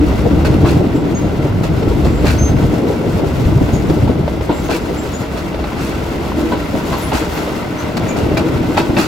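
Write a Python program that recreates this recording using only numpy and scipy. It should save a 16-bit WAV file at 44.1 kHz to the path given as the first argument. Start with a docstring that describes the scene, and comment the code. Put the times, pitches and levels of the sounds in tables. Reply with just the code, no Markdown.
"""A train rolls slowly through a yard, heard at an open carriage window.
Throughout, shaped noise makes sway, rumble, growl, wheel roar, rail hiss and body boom; fittings chatter.
From the first moment damped tones throb in the panels, and from 0.4 s noise bursts thump as jolts.
From 0.44 s wheels hit rail joints: clank, decaying ring, clatter; loose links ring and slack knocks.
From 0.95 s flanges squeak as short sines; the rumble weakens after 4.2 s, the joints go on to the end."""
import sys
import numpy as np
from scipy import signal
from scipy.fft import rfft, irfft, next_fast_len
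from scipy.io import wavfile
from scipy.ndimage import uniform_filter1d

SR = 44100
rng = np.random.default_rng(int(sys.argv[2]) if len(sys.argv) > 2 else 0)


def wav_record(signal):
    """Record a signal, one row per channel, as 16-bit PCM in the file named by sys.argv[1]."""
    frames = np.transpose(np.atleast_2d(signal))
    bounded = np.clip(frames, -1, 1)
    # unit amplitude maps onto the largest positive 16-bit level
    quanta = np.round(bounded * 32767).astype(np.int16)
    wavfile.write(sys.argv[1], SR, quanta)


N = 399987
TIME = np.arange(N) / SR  # s

# Noise spectra of the layers. Each row: frequency in Hz, relative density in dB per Hz.
# Slow heave of the carriage on its springs, running gear, bogie frame.
SWAY_SPECTRUM = [(15, -32), (30, -2), (45, 13.5), (62, 17.5), (80, 19), (150, -56)]
RUMBLE_SPECTRUM = [(35, -17), (60, -1.5), (80, 1), (135, 2.5), (200, -5.5), (300, -8.5), (600, -32.5),
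                   (1500, -79)]
GROWL_SPECTRUM = [(200, -19), (400, 3.5), (470, 3), (640, -5.5), (800, -10), (1100, -23.5), (2000, -95)]
# Car body boom, and its narrower drone; columns as above, [Hz] and [dB per Hz].
BOOM_SPECTRUM = [(100, -16.5), (175, -2.5), (270, -7), (390, -7), (500, -17), (750, -16), (3000, -71)]
DRONE_SPECTRUM = [(120, -16), (200, -8.5), (295, -3), (380, -7), (500, -21.5), (750, -19.5), (3000, -72)]
# Wheels on the rail head: roar and hiss; columns as above, [Hz] and [dB per Hz].
ROAR_SPECTRUM = [(300, -28), (600, 1.5), (880, 0.5), (1150, -2.5), (1500, -7), (1750, -9.5), (2600, -11),
                 (3600, -14), (6000, -23), (12000, -114)]
HISS_SPECTRUM = [(1200, -20), (2800, -2.5), (4200, 0), (5800, -2.5), (7400, -3.3), (9000, -10),
                 (10300, -6.5), (11800, -3), (13200, -8), (15500, -8.5)]
# Jolt, joint blow, loose steel gear and its smallest parts; columns as above, [Hz] and [dB per Hz].
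THUD_SPECTRUM = [(20, -46), (55, 11.5), (150, 2), (310, 4.5), (500, -5.5), (1000, -27), (3000, -77)]
CLANK_SPECTRUM = [(100, -25), (300, 13.5), (600, 8), (1000, 4), (1200, -4.5), (1550, -12), (1900, -13),
                  (4000, -11), (12000, -91)]
CLATTER_SPECTRUM = [(300, -12), (550, 1.5), (850, 3), (1250, -1.5), (1550, 0), (1800, -2.5), (2600, -1),
                    (3600, -4), (5000, -5), (7500, -11.5), (9000, -18), (11500, -16), (15500, -22)]
RATTLE_SPECTRUM = [(1500, -30), (4000, -1), (7000, 0), (9000, -4), (11500, -1.5), (15500, -8)]

# Resonances standing out of the spectra. Each row: frequency in Hz, width in Hz, lift in dB.
BODY_MODES = [(169, 89, 2.5), (241.4, 31, 4.5), (298.4, 28, 10), (337.5, 8.9, 10.5)]
WHEEL_MODES = [(618, 44, 6.4), (954, 32, 4.7), (1350, 74, 5.9), (1516, 57, 6.6), (2065, 170, 5.3),
               (2735, 58, 6.6), (3400, 110, 2.2)]
GEAR_MODES = [(1350, 330, 6.1), (2090, 100, 4.9), (2800, 180, 0.78)]
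# Modes of the loose steel links. Each row: frequency in Hz, relative level in dB, t60 in seconds.
STEEL_MODES = [(1530, 3, 0.061), (1840, 0, .045), (2000, 0, 0.065), (2330, 4.5, .06), (2675, 5, 0.056),
               (3090, -5, .06), (3800, -1, .05), (4250, -1, .05), (4800, -4, 0.051)]
# Longer ring of the wheel rim. Each row: frequency in Hz, relative level in dB.
RIM_MODES = [(824, 0), (1310, -6), (1510, -8.5)]

# Likeness of the left and right channels. Each row: frequency in Hz, correlation from 0 to 1.
LIKENESS = [(50, .95), (125, .87), (290, .78), (600, .54), (1300, .43), (2200, .32), (4000, .46),
            (7000, .5), (11000, .8)]
# Left minus right. Each row: frequency in Hz, difference in dB.
BALANCE = [(60, 0), (125, 1), (270, 2), (700, .5), (1200, .8), (2200, 2.3), (4500, 1.7), (8000, 0)]
# Phase by which left leads right. Each row: frequency in Hz, lead in radians.
LEAD = [(1290, 0), (1720, .8), (3300, .2), (7500, 0), (9500, -1.85)]

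# Shaking of the running gear by the track. Each row: time in seconds, relative levels of rumble
# and deep sway in dB.
SHAKE = [(0, -17, -16.5), (.5, -13.5, -17), (1.2, -18.5, -29), (1.95, -14.5, -17), (2.35, -14, -15.5),
         (2.72, -14, -24.5), (2.8, -22, -42), (3.36, -17, -39), (3.46, -14, -21), (4.2, -14.5, -25),
         (4.28, -23, -25), (5.25, -27.5, -29.5), (5.8, -27, -25.5), (6.6, -24, -26.5), (7.2, -29, -23),
         (7.95, -24, -48), (8.3, -18, -31), (8.6, -21, -45), (9.07, -23, -50)]
# Wheels on the rail head. Each row: time in seconds, relative levels of roar and hiss in dB.
ROLL = [(0, -29, -41.5), (1.3, -31.5, -46), (2.3, -29.5, -40), (3.2, -30.5, -42.5), (3.8, -29.5, -40),
        (4.25, -33, -46.5), (4.6, -31.5, -41), (5.8, -30, -43.5), (6.5, -28.5, -39.5), (7.2, -28, -38.5),
        (7.65, -28.5, -41), (8.3, -28.5, -43), (9.07, -28, -39.5)]
# Spells of car body drone. 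Each row: start in seconds, length in seconds, peak level in dB.
DRONES = [(-.1, 0.31, -20), (.25, 1.06, -17.5), (2.65, 0.43, -20.5), (6.25, 0.36, -19), (7.7, 1.65, -20.5)]
# Spells of bogie grinding. Each row: start in seconds, length in seconds, relative peak level in dB.
GRINDS = [(.235, .075, -13), (.3, 0.74, -25.5), (.765, .07, -19), (1.812, 0.041, -16), (2.5, 0.41, -27),
          (2.76, 0.21, -17), (2.975, 0.13, -16), (3.18, .1, -15.5), (4.88, 0.062, -20),
          (6.715, 0.07, -18.5), (8.1, 0.28, -22)]
# Body panel throbs. Each row: start in seconds, hold in seconds, pitch in Hz, relative level in dB.
THROBS = [(.01, 0.04, 302, -8.5), (0.356, 0.023, 310, -11), (0.623, .02, 303, -9.5),
          (0.941, .035, 290, -12), (2.418, 0.024, 71.6, -9), (3.454, 0.017, 75, -2),
          (4.492, 0.016, 320, -15), (4.738, 0.028, 327, -14), (6.44, 0.061, 321, -16),
          (7.211, 0.016, 311, -11.5), (8.311, 0.011, 396, -11.5), (8.435, 0.034, 320, -12.5),
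          (8.601, 0.0089, 308, -12), (8.693, .03, 325, -13), (8.965, 0.026, 194, -10)]
# Bogie jolts. Each row: start in seconds, relative level in dB.
JOLTS = [(0.362, -11), (0.545, -10), (0.631, -13), (0.797, -10), (1.87, -12), (2.237, -13), (3.61, -5),
         (3.898, -6), (4.093, -6.5), (6.742, -14), (8.608, -16), (8.894, -8.5)]
# Knocks of slack in the bogie. Each row: start in seconds, relative peak in dB, pitch in Hz.
KNOCKS = [(0.54, -6, 445), (.645, -5, 624), (1.828, -3, 432), (5.59, -11, 700), (2.19, -14, 503),
          (2.244, -3.5, 595), (2.696, -14, 590), (3.194, -5, 590), (3.726, -14, 543), (3.898, -0.5, 467),
          (4.278, -2.5, 594), (4.409, -6.5, 470), (5.544, -6, 520), (5.641, -10, 800), (5.719, -15, 980),
          (6.318, -11.5, 990), (6.522, -7, 970), (6.752, -7, 630), (6.927, -14, 645), (7.119, -5, 754),
          (7.474, -6, 580), (8.778, -0.5, 830), (8.981, -3, 770)]
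# Flange squeaks. Each row: start in seconds, nominal length in seconds, nominal pitch in Hz,
# relative level in dB, roughness from 0 to 1.
SQUEAKS = [(0.947, 0.034, 7500, -46, .3), (1.144, 0.037, 6570, -34, 0.3), (2.05, 0.16, 7430, -49, 0.35),
           (2.38, 0.097, 6315, -29.5, 0.22), (3.726, 0.037, 6700, -40, 0.7),
           (4.523, 0.065, 7440, -44, 0.25), (4.637, .055, 6400, -44, 0.4), (4.972, 0.035, 7400, -39, 0.25),
           (5.132, 0.043, 6880, -37, 0.3), (6.977, 0.016, 12500, -38, .8), (7.016, 0.056, 9970, -39.5, 0.4),
           (7.334, .03, 13500, -43, 0.8), (7.779, 0.025, 6150, -40.5, 0.65),
           (8.082, 0.035, 6760, -38.5, 0.9), (8.083, 0.044, 2360, -37, 0.7)]
# Loose links striking the frame. Each row: start in seconds, relative level in dB.
STROKES = [(.453, -29.5), (.542, -39), (.69, -31), (2.263, -30), (2.283, -29), (2.3, -29), (4.729, -32),
           (4.751, -34), (5.64, -35), (7.14, -31), (8.371, -25), (8.775, -21.5), (8.799, -29),
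           (8.967, -22.5), (8.99, -29)]
# Wheels striking joints. Each row: start in seconds, relative clank level in dB, ring pitch in Hz,
# relative clatter level in dB, nominal clatter hold in seconds.
JOINTS = [(0.444, -19.5, 570, -27, 0.022), (0.649, -19.5, 1054, -30, 0.063), (1.631, -29, 575, -29, 0.011),
          (2.044, -21, 457, -31.5, 0.022), (2.245, -25, 603, -25.5, 0.06), (4.072, -23, 863, -38, .01),
          (4.492, -18, 900, -43, .022), (4.687, -17.5, 656, -28.5, 0.069), (5.363, -32, 1300, -34.5, 0.03),
          (5.76, -32, 820, -34.5, 0.11), (6.518, -18, 970, -37, 0.013), (6.924, -19, 1025, -31, 0.018),
          (7.116, -16.5, 856, -25.5, 0.065), (7.348, -33, 940, -32, 0.04), (7.963, -27, 726, -28.5, 0.011),
          (8.158, -23.5, 700, -30.5, 0.032), (8.368, -18, 649, -25, 0.011), (8.768, -15, 847, -24, 0.021),
          (8.964, -16.5, 588, -22.5, 0.058)]

# boom and growl levels at the reference shaking, and their slope in dB per dB of shaking
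SHAKE_REF_DB = -18
BOOM_DB, BOOM_DB_PER_DB = -20, 0.4
GROWL_DB, GROWL_DB_PER_DB = -25, 0.32
# body boom after a joint: level against the clank, decay time
JOINT_BOOM_DB, JOINT_BOOM_S = -2, 0.02
# starting lags per second of clatter hold, and gain of the rattle with hold
CLATTER_LAG_S_PER_S = 0.072
RATTLE_LAG_S_PER_S, RATTLE_DB_PER_S = 0.18, 76
# link bounces: mean gap, level step per bounce, spread of mode strengths, pitch spread as a share
BOUNCE_S, BOUNCE_DB, STROKE_SPREAD_DB, DETUNE_SHARE = 0.006, -6, -5.5, .04
EDGE_HZ = 15900


def amp(db):
    """Decibels to gain."""
    return 10 ** (np.asarray(db) / 20)


def unit(x):
    """Scales to rms 1."""
    return x / np.sqrt(np.mean(x ** 2) + 1e-20)


def read(points, hz):
    """Interpolates a table on a log-frequency axis."""
    f, value = np.transpose(points)
    return np.interp(np.log(hz + 1), np.log(f + 1), value)


def curves(rows):
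    """Joins each column's points by straight lines in time."""
    s, *columns = np.transpose(rows)
    return [np.interp(TIME, s, c) for c in columns]


def spells(rows):
    """Each spell swells and fades in one half-sine arch."""
    return sum(amp(db) * np.sin(np.pi * np.clip((TIME - s) / length, 0, 1)) for s, length, db in rows)


def burst(rise, hold, fall):
    """Blow envelope in seconds: linear rise, level until hold, exponential fall."""
    t = TIME[:SR]
    return np.minimum(t / max(rise, 1e-4), 1) * np.exp(-np.maximum(t - hold, 0) / max(fall, 1e-3))


def placed(sounds):
    """Sums (start time, sound) pairs on one track."""
    track = np.zeros(N)
    for s, sound in sounds:
        part = track[max(round(s * SR), 0):][:len(sound)]
        part += sound[:len(part)]
    return track


def drift(rate_hz):
    """Lowpassed noise of rms 1, slower than about the given rate."""
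    size = next_fast_len(N, real=True)
    hz = np.fft.rfftfreq(size, 1 / SR)
    lowpassed = rfft(rng.standard_normal(N), size) / (1 + (hz / rate_hz) ** 4)
    return unit(irfft(lowpassed, size)[:N])


def vibration(spectrum, modes=(), grain_db=0, grain_hz=150):
    """Grainy random shaking, coloured by a part's spectrum and resonances, in stereo at rms 1."""
    size = next_fast_len(N, real=True)
    hz = np.fft.rfftfreq(size, 1 / SR)
    grain = amp(grain_db * np.minimum(drift(grain_hz), np.sqrt(2)))
    left, other = rfft(rng.standard_normal((2, N)) * grain, size)
    like = np.clip(read(LIKENESS, hz), -1, 1)
    right = (like * left + np.sqrt(1 - like ** 2) * other) * np.exp(-1j * read(LEAD, hz))
    side = amp(read(BALANCE, hz) / 2)
    colour_db = read(spectrum, hz)
    for f, width, lift in modes:
        colour_db = colour_db + lift / (1 + (2 * (hz - f) / width) ** 2)
    return unit(irfft(np.array([left * side, right / side]) * amp(colour_db), size)[:, :N])


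def steel(low_hz, high_hz, ring_time, count):
    """Many close modes of struck steel, of random pitch and of random strength in each channel."""
    t = TIME[:SR // 8]
    hz = low_hz * (high_hz / low_hz) ** ((np.arange(count) + rng.random(count)) / count)
    strength = rng.standard_normal((2, count)) + 1j * rng.standard_normal((2, count))
    ring = (strength @ np.exp(2j * np.pi * hz[:, None] * t)).real * np.exp(-t / ring_time)
    return ring / np.linalg.norm(ring, axis=1, keepdims=True)


def fittings():
    """Loose window and door fittings chatter faintly at random, each ringing briefly, as the roar rises."""
    chatter = np.zeros((2, N))
    for _ in range(4):
        strength = amp(3 * np.minimum(rng.exponential(1, N), 3))
        taps = strength * (rng.random(N) < 40 / SR)  # 40 per second on average
        ring = steel(1000, 2900, ring_time=.004, count=12)[:, :SR // 30]
        chatter += signal.oaconvolve(taps[None], ring, axes=1)[:, :N]
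    roar_db, _ = curves(ROLL)
    return amp(roar_db - 8.5) * unit(chatter)


def running_gear(bumps):
    """Uneven rails shake the running gear into a grainy rumble; the carriage heaves on its springs."""
    rumble_db, sway_db = curves(SHAKE)
    sway = amp(sway_db - 0.3) * vibration(SWAY_SPECTRUM)
    rumble_gain = amp(rumble_db + 1.2 * bumps - 0.25)
    return sway + rumble_gain * vibration(RUMBLE_SPECTRUM, grain_db=3.0, grain_hz=30)


def bogie_growl(bumps):
    """The bogie frame growls with the shaking and grinds in spells."""
    shake_db, _ = curves(SHAKE)
    following = amp(GROWL_DB + GROWL_DB_PER_DB * (shake_db - SHAKE_REF_DB))
    level = np.hypot(following, spells(GRINDS)) * amp(1.8 * bumps - .5)
    return level * vibration(GROWL_SPECTRUM, grain_db=2.2, grain_hz=45)


def wheels_on_rail(bumps):
    """The contact patch roars through the wheel modes and hisses in the treble."""
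    roar_db, hiss_db = curves(ROLL)
    roar_gain = amp(roar_db + 1.5 + 1.4 * bumps)
    roar = roar_gain * vibration(ROAR_SPECTRUM, WHEEL_MODES, grain_db=-0.25, grain_hz=70)
    hiss_gain = amp(hiss_db + 2.3 + 2 * bumps + .9 * drift(rate_hz=14))
    hiss = hiss_gain * vibration(HISS_SPECTRUM, grain_db=1.4, grain_hz=160)
    return roar + hiss


def rolling():
    """Rough spots on the rail head move rumble, growl, roar and hiss together."""
    bumps = np.tanh(drift(rate_hz=13.0))
    return fittings() + running_gear(bumps) + bogie_growl(bumps) + wheels_on_rail(bumps)


def car_body():
    """The body booms in quick lumps with the shaking, drones in spells, and rings on after each joint."""
    shake_db, _ = curves(SHAKE)
    shaken = amp(BOOM_DB + BOOM_DB_PER_DB * (shake_db - SHAKE_REF_DB))
    ring_on = burst(rise=0.0063, hold=0.032, fall=JOINT_BOOM_S)
    struck = placed((s, amp(db + JOINT_BOOM_DB) * ring_on) for s, db, *_ in JOINTS)
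    drone = spells(DRONES) * vibration(DRONE_SPECTRUM, BODY_MODES, grain_db=1.0, grain_hz=3.8)
    boom = vibration(BOOM_SPECTRUM, BODY_MODES, grain_db=3.6, grain_hz=55)
    return np.hypot(shaken, struck) * boom + drone


def throbs():
    """A lurch pumps one body panel for some cycles, a weaker neighbour beating at 1.5 times its pitch."""
    turn, tones = 2 * np.pi * TIME[:SR], []
    for s, hold, hz, db in THROBS:
        phase = hz * turn + 2 * np.pi * rng.random()
        panels = np.sin(phase) + amp(-10.0) * np.sin(1.5 * phase)
        tones.append((s, amp(db) * burst(rise=0.0046, hold=hold, fall=0.0044) * panels))
    halves_db = read(BALANCE, 300) * np.array([[.5], [-.5]])  # left, right
    return placed(tones) * amp(halves_db)


def jolts():
    """The bogie bottoms on its springs and thumps the floor."""
    thump = burst(rise=0.0011, hold=0.01, fall=0.0051)
    push = placed((s, amp(db) * thump) for s, db in JOLTS)
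    return amp(1.0) * push * vibration(THUD_SPECTRUM)


def knocks():
    """Slack taken up in the bogie: a heavily damped knock with an overtone and a rough crunch."""
    turn = 2 * np.pi * TIME[:SR]
    shape = burst(rise=0.0013, hold=0.002, fall=0.0034)
    tones = []
    for s, db, hz in KNOCKS:
        tone = np.sin(hz * turn) + amp(-10.5) * np.sin(1.48 * hz * turn)
        tones.append((s, amp(db) * shape * tone))
    crunch_shape = burst(rise=0.0016, hold=0.0011, fall=0.0068)
    crunch = placed((s, amp(db) * crunch_shape) for s, db, _ in KNOCKS) * vibration(ROAR_SPECTRUM)
    return amp(-5.3) * placed(tones) + amp(-17.5) * crunch


def squeak(s, length, hz, db, rough):
    """A flange sticks and slips and sings one wheel mode; rough slips scoop up to pitch and jitter."""
    swell = burst(rise=0.0058, hold=length * 0.84, fall=0.009)
    waver, flutter = (unit(uniform_filter1d(n, size=50)) for n in rng.standard_normal((2, SR)))
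    scoop = .04 * np.exp(-TIME[:SR] / .008)
    bend = .001 + rough * (.016 * waver - scoop)
    phase = 2 * np.pi * np.cumsum(hz * (1 + bend)) / SR
    return s, amp(db + 5.9 * rough * flutter) * swell * np.sqrt(2) * np.sin(phase)


def flanges():
    """Squeaks arrive directly and scattered off ballast and car side, differently in each channel."""
    direct = placed(squeak(*row) for row in SQUEAKS)
    t = TIME[:SR // 4]
    scatter = rng.standard_normal((2, len(t))) * np.exp(-t / 0.04)
    scatter /= np.linalg.norm(scatter, axis=1, keepdims=True)
    scattered = signal.fftconvolve(direct[None], scatter, axes=1)[:, :N]
    return amp(0.5) * direct + scattered


def strokes():
    """Loose links slam on the frame and bounce; each contact rings the steel modes unevenly, off pitch."""
    t = TIME[:SR // 10]
    hz, db, t60 = np.transpose(STEEL_MODES)[:, :, None]
    decay = amp(db - 60 * t / np.maximum(t60, .005)) * np.minimum(t / .001, 1)
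    count = len(hz)
    left, right = [], []
    for s, level in STROKES:
        gaps = BOUNCE_S * (.5 + rng.random(size=4))
        for k, delay in enumerate(np.cumsum(gaps) - gaps[0]):
            detuned_hz = hz * (1 + DETUNE_SHARE * rng.uniform(-1.02, 1, hz.shape))
            modes = decay * np.exp(2j * np.pi * detuned_hz * t)
            spread = amp(STROKE_SPREAD_DB * rng.uniform(-0.88, 1, count))
            shared = spread * np.exp(2j * np.pi * rng.random(count))
            for channel in left, right:
                strength = shared * np.exp(1j * np.pi * rng.random(count))
                channel.append((s + delay, amp(level + k * BOUNCE_DB) * (strength @ modes).real))
    return np.array([placed(left), placed(right)])


def loose_gear():
    """Loose steel gear clatters just after each joint, jangles, and rattles in its smallest parts."""
    shaking, fine = [], []
    for s, _, _, db, hold in JOINTS:
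        # the longer the shaking, the later it starts and the slower it builds and settles
        shape = burst(rise=.0012 + .15 * hold, hold=.85 * hold, fall=.021 + .5 * hold)
        shaking.append((s + CLATTER_LAG_S_PER_S * hold, amp(db) * shape))
        # the smallest parts start last, in crisp grains, strongest under long shaking
        fine_shape = burst(rise=0.0034 + 0.13 * hold, hold=1.04 * hold, fall=0.016)
        fine.append((s + RATTLE_LAG_S_PER_S * hold, amp(db + RATTLE_DB_PER_S * hold) * fine_shape))
    clatter = placed(shaking) * vibration(CLATTER_SPECTRUM, GEAR_MODES, grain_db=3.0, grain_hz=200)
    ring = steel(1100, 4800, ring_time=0.007, count=20)
    jangle = amp(-10) * signal.oaconvolve(clatter, ring, axes=1)[:, :N]
    rattle = placed(fine) * vibration(RATTLE_SPECTRUM, grain_db=4.5, grain_hz=600)
    return amp(1.7) * (clatter + jangle) + amp(-12) * rattle


def wheel_ring(s, db, hz):
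    """The blow rings a cluster of wheel and axle modes; the rim sings on a little longer."""
    def tone(f, level_db):
        return amp(level_db) * np.sin(2 * np.pi * (f * TIME[:SR] + rng.random()))

    cluster = tone(hz, 9) + tone(1.09 * hz, 6) + tone(1.58 * hz, 0)
    rim = sum(tone(f, level_db) for f, level_db in RIM_MODES)
    cluster = cluster * burst(rise=0.0073, hold=0.0072, fall=0.016)
    rim = rim * burst(rise=.004, hold=.006, fall=0.044)
    return s, amp(db) * (cluster + rim)


def joints():
    """Each rail joint clanks and rings the wheel and sets the loose gear clattering."""
    shape = burst(rise=0.00054, hold=0.031, fall=0.038)
    blows = placed((s, amp(db) * shape) for s, db, *_ in JOINTS)
    clank = amp(-1) * blows * vibration(CLANK_SPECTRUM, WHEEL_MODES, grain_db=2.5, grain_hz=150)
    ring = amp(-8.5) * placed(wheel_ring(s, db, hz) for s, db, hz, *_ in JOINTS)
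    return clank + ring + loose_gear()


def scene():
    """Everything under the window."""
    return rolling() + car_body() + throbs() + jolts() + knocks() + flanges() + strokes() + joints()


def record(dry):
    """Rounds off the highest peaks, then limits the band."""
    rounded = dry / (1 + (dry / .95) ** 8) ** (1 / 8)
    lowpass = signal.firwin(511, EDGE_HZ, window=("kaiser", 9), fs=SR)
    return signal.oaconvolve(rounded, lowpass[None], "same")


dry = scene()
out = record(dry)
wav_record(out)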